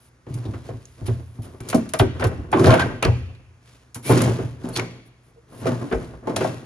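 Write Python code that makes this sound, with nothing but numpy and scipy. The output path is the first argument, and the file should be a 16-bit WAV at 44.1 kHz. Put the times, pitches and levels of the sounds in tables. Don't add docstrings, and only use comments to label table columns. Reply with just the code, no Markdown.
import sys
import numpy as np
from scipy import signal
from scipy.fft import rfft, irfft, next_fast_len
from scipy.io import wavfile

SR = 44100
rng = np.random.default_rng(int(sys.argv[2]) if len(sys.argv) > 2 else 0)


def dump(signal):
    limited = np.clip(np.atleast_2d(signal).T, -1, 1)
    pcm = np.round(limited * 32767).astype(np.int16)
    wavfile.write(sys.argv[1], SR, pcm)


N = 293265
TIME = np.arange(N) / SR
BANDS_HZ = 45 * 2 ** (np.arange(18) / 2)

# frequency in Hz, relative level in dB, t60 in seconds.
PANEL_MODES = [(168, 10.5, 0.21), (231, 11.5, 0.13), (262.7, -1.5, 0.3), (299.9, 4, 0.28),
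               (341.5, -5, 0.33), (379.7, 5, 0.14), (450.9, 1, 0.16), (520.2, -0.5, 0.14), (620, 2.5, 0.13),
               (652, 5.5, 0.13), (723, 6.5, 0.1), (870, 5.5, 0.077), (1022, 3, 0.072), (1072, 2.5, 0.13),
               (1175, -1, 0.15)]
# frequency in Hz, relative level in dB, t60 in seconds.
STEEL_MODES = [(1300, -4.5, 0.095), (1302, 12.5, 0.057), (1460, 5.5, 0.074), (1545, 9.5, 0.13),
               (1680, 0.5, 0.077), (1913, 0, 0.43), (2190, 7.5, 0.35), (2390, 8.5, 0.36),
               (2486, 3.5, 0.078), (2662, 4, 0.72), (3270, -4, 0.47), (4104, -11.5, 0.31)]
# frequency in Hz, side minus mid in dB.
STEREO_WIDTH = [(60, -16), (130, -17), (270, -14), (520, -7), (1000, -3), (2200, -1.5), (5000, -3),
                (11000, -1.5)]


def undb(db):
    return 10 ** (np.asarray(db) / 20)


def read(table, hz):
    f, value = np.transpose(table)
    return np.interp(np.log(hz), np.log(f), value)


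def unit(x):
    return x / np.sqrt(np.mean(x ** 2) + 1e-18)


def unit_onset(x, size=1100):
    return x / np.sqrt(np.mean(x[..., :size] ** 2) + 1e-18)


def fade(t, t60_s):
    return np.exp(-np.log(1000) * t / np.maximum(t60_s, 1e-3))


def add(out, start_s, x):
    i = max(int(start_s * SR), 0)
    out[:, i:i + x.shape[-1]] += x[..., :max(N - i, 0)]


def walk(rate_hz, size):
    knots = rng.standard_normal(size // 8 + 2)
    return np.interp(np.arange(size) * rate_hz / SR, np.arange(len(knots)), knots)


def noise(gain, size):
    hz = np.maximum(np.arange(size // 2 + 1) * SR / size, 1)
    mid, diffuse = rfft(rng.standard_normal((2, size)))
    direct = np.clip(hz / 11000, 0, .9)
    side = (1j * np.sqrt(direct) * mid + np.sqrt(1 - direct) * diffuse) * undb(read(STEREO_WIDTH, hz))
    return unit(irfft(np.array([mid + side, mid - side]) * gain(hz), size))


def band(centre_hz, size):
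    return noise(lambda hz: np.cos(np.pi / 2 * np.minimum(2 * abs(np.log2(hz / centre_hz)), 1)), size)


def resonant_noise(centre_hz, q, size):
    return noise(lambda hz: 1 / np.hypot(1, q * (hz / centre_hz - centre_hz / hz)), size)


def coloured(spectrum):
    return noise(lambda hz: undb(read(spectrum, hz)), next_fast_len(N))[:, :N]


def effort(start_s, swell_s, hold_s, t60_s):
    t = TIME - start_s
    return np.clip(t / max(swell_s, 1e-3), 0, 1) * fade(np.maximum(t - swell_s - hold_s, 0), t60_s)


def focus(hz, centre_hz, octaves):
    return 1 / (1 + (np.log2(hz / centre_hz) / octaves) ** 2)


def ring(modes, centre_hz, octaves, rise_s, scatter_db=2.5, size=22050):
    hz, db, t60_s = np.transpose(modes)
    t = TIME[:size]
    detune, scatter, phase, side_re, side_im = rng.standard_normal((5, len(hz)))
    poles = 2j * np.pi * hz * (1 + 0.0086 * detune) - np.log(1000) / t60_s
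    weight = focus(hz, centre_hz, octaves) * undb(db + scatter_db * scatter) * np.exp(1j * np.pi * phase)
    side = undb(read(STEREO_WIDTH, hz)) * (side_re + 1j * side_im) / np.sqrt(2)
    waves = np.exp(poles.astype(np.complex64)[:, None] * t.astype(np.float32))
    stereo = (weight * np.array([1 + side, 1 - side])) @ waves
    return unit_onset(stereo.imag * (1 - np.exp(-t / rise_s)), size=1500)


def room_tone(air_db=-57, hum_db=-60.5, hum_hz=120):
    # frequency in Hz, relative density in dB.
    air_spectrum = [(25, -44), (55, 7), (100, -4), (250, -11.5), (500, -21.5), (1200, -16.5), (2200, -19.5),
                    (3000, -27.5), (6200, -23.5), (16000, -37)]
    air = coloured(air_spectrum) * undb(air_db + .5 * walk(3.4, N))
    hum = np.sqrt(2) * np.sin(2 * np.pi * hum_hz * TIME)
    return air + hum * undb(hum_db + walk(7.9, N))


def hand_scuffs():
    # start, swell and hold in seconds, level in dB.
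    skids = [(0.0, 0.0027, 0.085, -51.5), (0.342, 0.012, 0.035, -46), (1.056, 0.011, 0.011, -31.5),
             (0.6, 0.35, 0.64, -56.5), (1.416, 0.0079, 0.032, -40), (4.023, 0.082, 0.019, -19),
             (4.727, 0.005, 0.046, -35.5), (5.047, .015, 0.018, -54), (5.216, 0.028, 0.064, -59.5),
             (5.48, 0.12, 0.024, -41.5)]
    # frequency in Hz, relative density in dB.
    skid_spectrum = [(1000, 0), (3000, 5), (7000, 3.5), (10400, 11), (15500, 7.5)]
    push = sum(undb(db) * effort(*timing, t60_s=0.04) for *timing, db in skids)
    return push * unit(coloured(skid_spectrum) * undb(1.3 * walk(150, N) + 1.8 * walk(1300, N)))


def hood_blows(size=8192):
    # start in seconds, boom in dB, knock in dB, knock centre in Hz,
    # clack in dB, treble tick in dB; levels before the offsets below.
    blows = [(0.266, -39, -39.5, 378, -52.5, -62), (0.452, -29, -32, 320, -63, -74),
             (0.536, -29, -38, 360, -43, -55), (0.688, -32, -34.5, 495, -47, -66),
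             (1.082, -56, -29, 407, -44, -62), (1.603, -33, -41, 316, -46, -56),
             (1.727, -54, -30, 740, -27, -44), (1.742, -27.5, -13, 273, -52, -58),
             (1.749, -39, -21, 612, -54, -50), (1.936, -41, -26.5, 543, -26, -30.5),
             (1.996, -12, -17.5, 680, -19, -39), (2.008, -17.5, -15.5, 360, -52, -49),
             (2.196, -29, -33, 393, -35, -39.5), (2.207, -31.5, -33, 574, -35.5, -40),
             (2.221, -42, -24, 466, -24.5, -50), (2.241, -15, -22, 430, -26.5, -33.5),
             (2.527, -37.5, -17, 904, -21, -45), (2.537, -27, -16.5, 363, -54, -70),
             (2.568, -41, -25.5, 1020, -33, -62), (2.594, -16.5, -15.5, 373, -31, -31.5),
             (2.642, -16, -16.5, 390, -22, -28.5), (2.668, -14.5, -14.5, 524, -22, -27),
             (2.692, -22, -21, 1070, -27.5, -43), (2.706, -41.5, -21, 610, -20.5, -31.5),
             (2.723, -42.5, -22.5, 604, -19.5, -41), (2.739, -50, -15.5, 594, -20.5, -37),
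             (2.794, -49, -48, 368, -18.5, -28.5), (3.024, -34, -25, 495, -22, -49),
             (3.049, -17, -20.5, 415, -23, -39.5), (3.954, -35, -39, 282, -41, -45.5),
             (4.094, -14.5, -13.5, 452, -31.5, -53), (4.106, -14.5, -24, 900, -27.5, -55),
             (4.116, -20, -20, 297, -26, -48), (4.167, -41.5, -18.5, 355, -28.5, -35),
             (4.205, -47.5, -28.5, 303, -28, -38), (4.275, -21, -22, 348, -34, -53),
             (4.387, -25.5, -26.5, 384, -40, -56), (4.64, -59, -30.5, 240, -61, -70),
             (4.762, -37, -34, 360, -32.5, -31), (4.784, -34.5, -28.5, 415, -30, -58.5),
             (5.655, -47, -23.5, 452, -36, -49), (5.667, -42.5, -20.5, 447, -29.5, -34.5),
             (5.688, -29, -25.5, 312, -44, -62), (5.913, -46, -24.5, 407, -35.5, -69),
             (5.924, -29.5, -22.5, 445, -31, -52), (5.946, -23, -27, 440, -47, -45),
             (6.271, -53, -27.5, 861, -38, -44.5), (6.272, -44, -24.5, 440, -47, -58),
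             (6.295, -43, -25.5, 312, -40, -45), (6.362, -28, -24.5, 570, -32, -53),
             (6.407, -46, -23, 433, -28, -38), (6.443, -57, -21.5, 660, -34, -41)]
    # start in seconds, boom in dB as above.
    bumps = [(0.297, -26), (0.349, -28.5), (0.482, -25), (0.735, -32), (1.012, -26), (1.079, -19),
             (1.386, -26.5), (2.254, -23), (2.379, -23.5), (3.073, -22.5), (3.109, -31.5), (4.429, -21.5)]
    # start in seconds, boom centre in Hz, shell t60 factor.
    grips = [(0, 111.4, 0.89), (0.9, 102.8, 0.43), (1.55, 105, 0.33), (1.9, 101, 0.53), (2.15, 95.5, 0.62),
             (2.5, 113, 0.95), (2.95, 103.5, 0.81), (3.6, 133, 0.87), (5.5, 125, 0.68), (5.88, 59.6, 0.51),
             (6.15, 126, 1)]
    # frequency in Hz, t60 in seconds before the grip's factor.
    shell_t60 = [(170, 0.44), (500, 0.39), (1500, 0.17), (5000, 0.17), (14000, 0.12)]
    # frequency in Hz, relative level in dB, t60 in seconds.
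    flex_modes = [(57, 13, 0.14), (70, 6, 0.28), (89.4, 4, 0.3), (107, 7, 0.22), (120, 0, 0.36),
                  (146.4, 0, 0.26)]
    soft_blows = [(start_s, db, db - 12.5, 275, db - 54, db - 54) for start_s, db in bumps]
    out, t = np.zeros((2, N)), TIME[:size]
    band_noise = {hz: band(hz, 16 * size) for hz in BANDS_HZ[4:]}
    for start_s, boom_db, knock_db, knock_hz, clack_db, tick_db in blows + soft_blows:
        _, boom_hz, t60_factor = grips[sum(grip[0] <= start_s for grip in grips[1:])]
        crack_spectrum = [(250, clack_db - 25), (1100, clack_db - 4), (1700, clack_db - 5),
                          (3000, clack_db - 9), (5500, tick_db - 4), (14000, tick_db - 8)]
        chatter = undb(0.42 * walk(580, size))
        offset = rng.integers(15 * size)
        for hz, waves in band_noise.items():
            rise_s = 0.003 * (400 / hz) ** 0.96
            envelope = (1 - np.exp(-(t / rise_s) ** 2)) * fade(t, t60_factor * read(shell_t60, hz))
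            thud = undb(knock_db - 12.5) * focus(hz, knock_hz, octaves=5.36) ** 2 / (1 + (hz / 1100) ** 4)
            gain = np.hypot(undb(read(crack_spectrum, hz)), thud)
            add(out, start_s, gain * unit_onset(waves[:, offset:offset + size] * envelope * chatter))
        panels = ring(PANEL_MODES, knock_hz, octaves=0.3, rise_s=0.0022, scatter_db=3.0)
        fittings = ring(STEEL_MODES, centre_hz=1400, octaves=0.33, rise_s=0.0012)
        boom = ring(flex_modes, boom_hz, octaves=0.26, rise_s=0.0015, scatter_db=4.5)
        add(out, start_s + 0.00089, undb(knock_db) * panels)
        add(out, start_s + 0.003163, undb(clack_db - 8) * fittings)
        add(out, start_s + 0.0039, undb(boom_db - 2) * boom)
    return out


def stick_slip(rate_hz, t60_s, spread_db, slide):
    releases = rng.random(N) < rate_hz / SR
    strength = undb(spread_db * np.clip(rng.standard_normal(N), -2, 2))
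    power = signal.fftconvolve(releases * strength ** 2, fade(TIME[:8192], t60_s) ** 2)[:N]
    return np.sqrt(abs(power) / np.mean(power) + slide ** 2)


def hollow_gain(hz, half_width_hz=14):
    return 1 + sum(1 / (1 + ((hz - mode[0]) / half_width_hz) ** 2) for mode in PANEL_MODES[1:])


def hood_drag():
    # start, swell and hold in seconds, judder in dB, scrape in dB.
    strokes = [(0.274, 0.024, 0.29, -43, -46.5), (0.354, 0.023, 0.0059, -43, -52),
               (0.632, 0.025, 0.005, -39.5, -42.5), (0.723, 0.077, 0.38, -79, -53),
               (0.967, 0.024, 0.032, -42, -53), (1.05, 0.01, 0.0075, -36.5, -38.5),
               (1.33, 0.023, 0.0099, -47.5, -54.5), (1.432, 0.0099, 0.032, -40.5, -47.5),
               (1.586, 0.14, 0.047, -32.5, -36.5), (2.095, 0.077, 0.19, -35.5, -48.5),
               (2.497, 0.19, 0.022, -17.5, -27), (2.784, 0.038, 0.022, -31.5, -47),
               (3.015, 0.11, 0.037, -41, -46.5), (3.596, 0.097, 0.035, -56, -47),
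               (4.039, 0.099, 0.1, -19, -23), (4.583, 0.067, 0.17, -34, -41.5),
               (5.461, 0.21, 0.37, -34, -42.5), (5.602, 0.07, 0.016, -26.5, -34),
               (6.226, 0.063, 0.23, -31, -47.5), (6.371, 0.052, 0.013, -36, -29)]
    # frequency in Hz, relative density in dB.
    judder_spectrum = [(40, -2), (70, -18), (120, 9.5), (200, -5.5), (400, -6), (800, -15), (1600, -17),
                       (4000, -43.5)]
    scrape_spectrum = [(300, -37), (900, -21.5), (2200, -16), (4000, -16), (7000, -17.5), (10400, -22),
                       (13500, -24), (15500, -15)]
    judder_power, scrape_power = undb(-60) ** 2, undb(-67) ** 2
    for *timing, judder_db, scrape_db in strokes:
        judder_power += (undb(judder_db) * effort(*timing, t60_s=0.79)) ** 2
        scrape_power += (undb(scrape_db) * effort(*timing, t60_s=0.64)) ** 2
    slips = stick_slip(rate_hz=50, t60_s=0.17, spread_db=6.5, slide=0.97)
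    rasp = stick_slip(rate_hz=330, t60_s=0.015, spread_db=3.0, slide=1.0)
    body = noise(lambda hz: undb(read(judder_spectrum, hz)) * hollow_gain(hz), next_fast_len(N))[:, :N]
    judder = unit(body * slips)
    scrape = unit(coloured(scrape_spectrum) * rasp)
    return judder * np.sqrt(judder_power) + scrape * np.sqrt(scrape_power)


def clicks_and_scuffs(size=4096, ring_size=33075):
    # start in seconds, level in dB, centre in Hz, t60 in seconds, Q, ring trim in dB.
    bursts = [(0.34, -33.5, 9460, 0.052, 1.1, -10), (0.452, -43.5, 3800, 0.085, 4.8, -12),
              (0.854, -38, 6600, 0.016, 14, -40), (1.064, -38.5, 3200, 0.054, 1.8, -25),
              (1.077, -42, 3240, 0.06, 5, -16), (1.604, -36, 9800, 0.047, 1.5, -8),
              (1.687, -22.5, 7950, 0.062, 1, -7), (1.7, -21, 9700, 0.065, 0.31, -28),
              (1.745, -21, 8600, 0.11, 0.32, -28), (1.89, -31.5, 9800, 0.069, 0.37, -31.5),
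              (1.936, -17, 9340, 0.013, 1.5, -23), (1.989, -18, 10600, 0.088, 1, -30),
              (1.994, -16.5, 3030, 0.078, 3, -35), (2.24, -25, 9350, 0.043, 0.55, -27),
              (2.269, -30, 10900, 0.055, 0.48, -26), (2.516, -33.5, 8900, 0.08, 2.2, -1),
              (2.658, -22, 4260, 0.03, 4, -16), (2.741, -24, 7200, 0.021, 1.3, -31),
              (2.796, -24, 1530, 0.072, 3.1, 6), (3.026, -19, 7600, 0.016, 0.61, -19),
              (3.027, -18, 2564, 0.11, 4.3, -4), (3.049, -19.5, 4650, 0.02, 4.8, -36),
              (3.349, -52.5, 3870, 0.028, 7.4, -39), (3.945, -23, 11340, 0.11, 0.81, -38),
              (4.217, -18, 7800, 0.031, 1.5, -6.5), (4.688, -34, 10300, 0.042, 2.3, -29.5),
              (4.760, -18.5, 4030, 0.09, 2.4, -40), (4.77, -20.5, 6050, 0.037, 0.85, -27),
              (4.795, -22, 2240, 0.021, 1.6, -11), (5.922, -29, 1670, 0.072, 3.4, 2),
              (6.361, -17, 3880, 0.078, 0.62, -9), (6.364, -36, 9700, 0.04, 1.1, -31)]
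    out, t = np.zeros((2, N)), TIME[:size]
    for start_s, db, centre_hz, t60_s, q, ring_db in bursts:
        burst = resonant_noise(centre_hz, q, size)
        envelope = (1 - np.exp(-t * centre_hz / 3)) * fade(t, t60_s)
        grain = undb(2.2 * walk(1360, size))
        add(out, start_s, undb(db) * unit_onset(burst * envelope * grain, size=440))
        tone = ring(STEEL_MODES, centre_hz, octaves=0.22, rise_s=0.00061, size=ring_size)
        shimmer = undb(3.5 * walk(60, ring_size))
        add(out, start_s, undb(db + ring_db - 12) * tone * shimmer)
    return out


def rim_snags(size=2048):
    # start in seconds, level in dB, centre in Hz.
    snags = [(2.592, -37, 3800), (2.643, -23.5, 3600), (2.668, -24.5, 4600), (2.68, -25.5, 3600),
             (2.693, -26, 2300), (2.695, -31, 5500), (2.706, -18, 3506), (2.718, -22.5, 3100),
             (2.738, -20.5, 3000), (2.753, -28.5, 2010), (2.776, -26, 2420), (2.819, -25.5, 3800),
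             (4.083, -39, 3170), (4.134, -29, 4400), (4.176, -21.5, 6600), (4.181, -25, 4700),
             (4.205, -27, 2500), (4.247, -26, 7000), (4.756, -26, 4000)]
    out = np.zeros((2, N))
    for start_s, db, centre_hz in snags:
        crack = resonant_noise(centre_hz, q=3.3, size=size) * fade(TIME[:size], t60_s=0.028)
        add(out, start_s, undb(db) * unit_onset(crack, size=220))
    return out


def squeals():
    # time in seconds, slip rate in Hz, level in dB.
    glides = [
        [(2.785, 1490, -21), (2.805, 1554, -22), (2.828, 1561, -17.5), (2.84, 1540, -32)],
        [(4.736, 4400, -38), (4.76, 4270, -34)],
        [(4.795, 2180, -23), (4.807, 2140, -28)],
        [(5.36, 477, -58), (5.385, 459, -47), (5.415, 484, -68)],
        [(2.668, 610, -18.5), (2.712, 620, -25.5), (2.735, 636, -9.5), (2.778, 645, -26)],
        [(2.645, 112, -23), (2.698, 120, -16), (2.72, 122, -33.5)],
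        [(4.038, 2190, -49), (4.085, 2340, -30.5), (4.13, 2340, -40)],
        [(2.69, 1400, -21), (2.72, 1415, -23), (2.765, 1420, -43.5)],
        [(5.81, 280, -48), (5.845, 290, -31), (5.885, 285, -34)],
    ]
    out = np.zeros((2, N))
    for glide in glides:
        times_s, hz, db = np.transpose(glide)
        t = np.arange(times_s[0], times_s[-1], 1 / SR)
        slip_hz = np.interp(t, times_s, hz) * (1 + 0.039 * walk(822, len(t)))
        phase = 2 * np.pi * np.cumsum(slip_hz) / SR
        tone = np.sin(phase + np.array([[0], [1.2]])) + 0.05 * np.sin(2 * phase)
        roughness = undb(1.1 * walk(363, len(t)))
        add(out, times_s[0], unit(tone * roughness) * undb(np.interp(t, times_s, db)))
    return out


def garage_echo(x, size=52920):
    # frequency in Hz, echo level in dB.
    echo_levels = [(60, -8), (150, -5), (400, -12.5), (1000, -13.5), (2500, -11), (4300, -14), (7000, -10),
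                   (14000, -14)]
    # frequency in Hz, t60 in seconds.
    room_t60 = [(60, 1), (200, 0.33), (1000, 0.27), (2500, 1.0), (6000, 0.57), (14000, 0.094)]
    t = TIME[:size]
    onset = np.clip((t - .006) / 0.00054, 0, 1)
    tail = 0
    for hz in BANDS_HZ:
        echo = unit(band(hz, size) * onset * fade(t, read(room_t60, hz))) / np.sqrt(size)
        band_share = hz * np.log(2) / SR
        tail += echo * undb(read(echo_levels, hz)) * np.sqrt(band_share)
    return signal.fftconvolve(x, tail, axes=1)[:, :N]


def scene():
    # time in seconds, left minus right in dB.
    balance = [(1.3, 0), (1.7, 0.5), (2.2, 0), (4.2, 0), (4.7, 0.5), (6.5, 0.5)]
    balance_db = np.interp(TIME, *np.transpose(balance))
    near = hood_blows() + clicks_and_scuffs() + rim_snags() + squeals() + hood_drag() + hand_scuffs()
    near *= undb(balance_db * np.array([[.5], [-.5]]))
    return near + garage_echo(near) + room_tone()


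def record(dry, low_hz=38, top_hz=16300):
    # frequency in Hz, gain in dB.
    port_response = [(900, -0.5), (7000, -7.5), (8300, -13.5), (9300, -6), (10500, -3), (11300, -9.5),
                     (12200, -35.5), (13500, -10), (14800, -23.5), (16200, -51)]
    hz = np.linspace(0, SR / 2, 513)
    port_power = undb(read(port_response, hz + 1)) ** 2
    ports = signal.minimum_phase(signal.firwin2(511, hz, port_power, fs=SR), n_fft=8192)
    thinned = signal.sosfilt(signal.butter(4, low_hz, "highpass", fs=SR, output="sos"), dry)
    rounded = np.tanh(0.75 * signal.lfilter(ports, 1, thinned)) / 0.8
    return signal.sosfilt(signal.ellip(8, .2, 70, top_hz, fs=SR, output="sos"), rounded)


dry = scene()
out = record(dry)
dump(out)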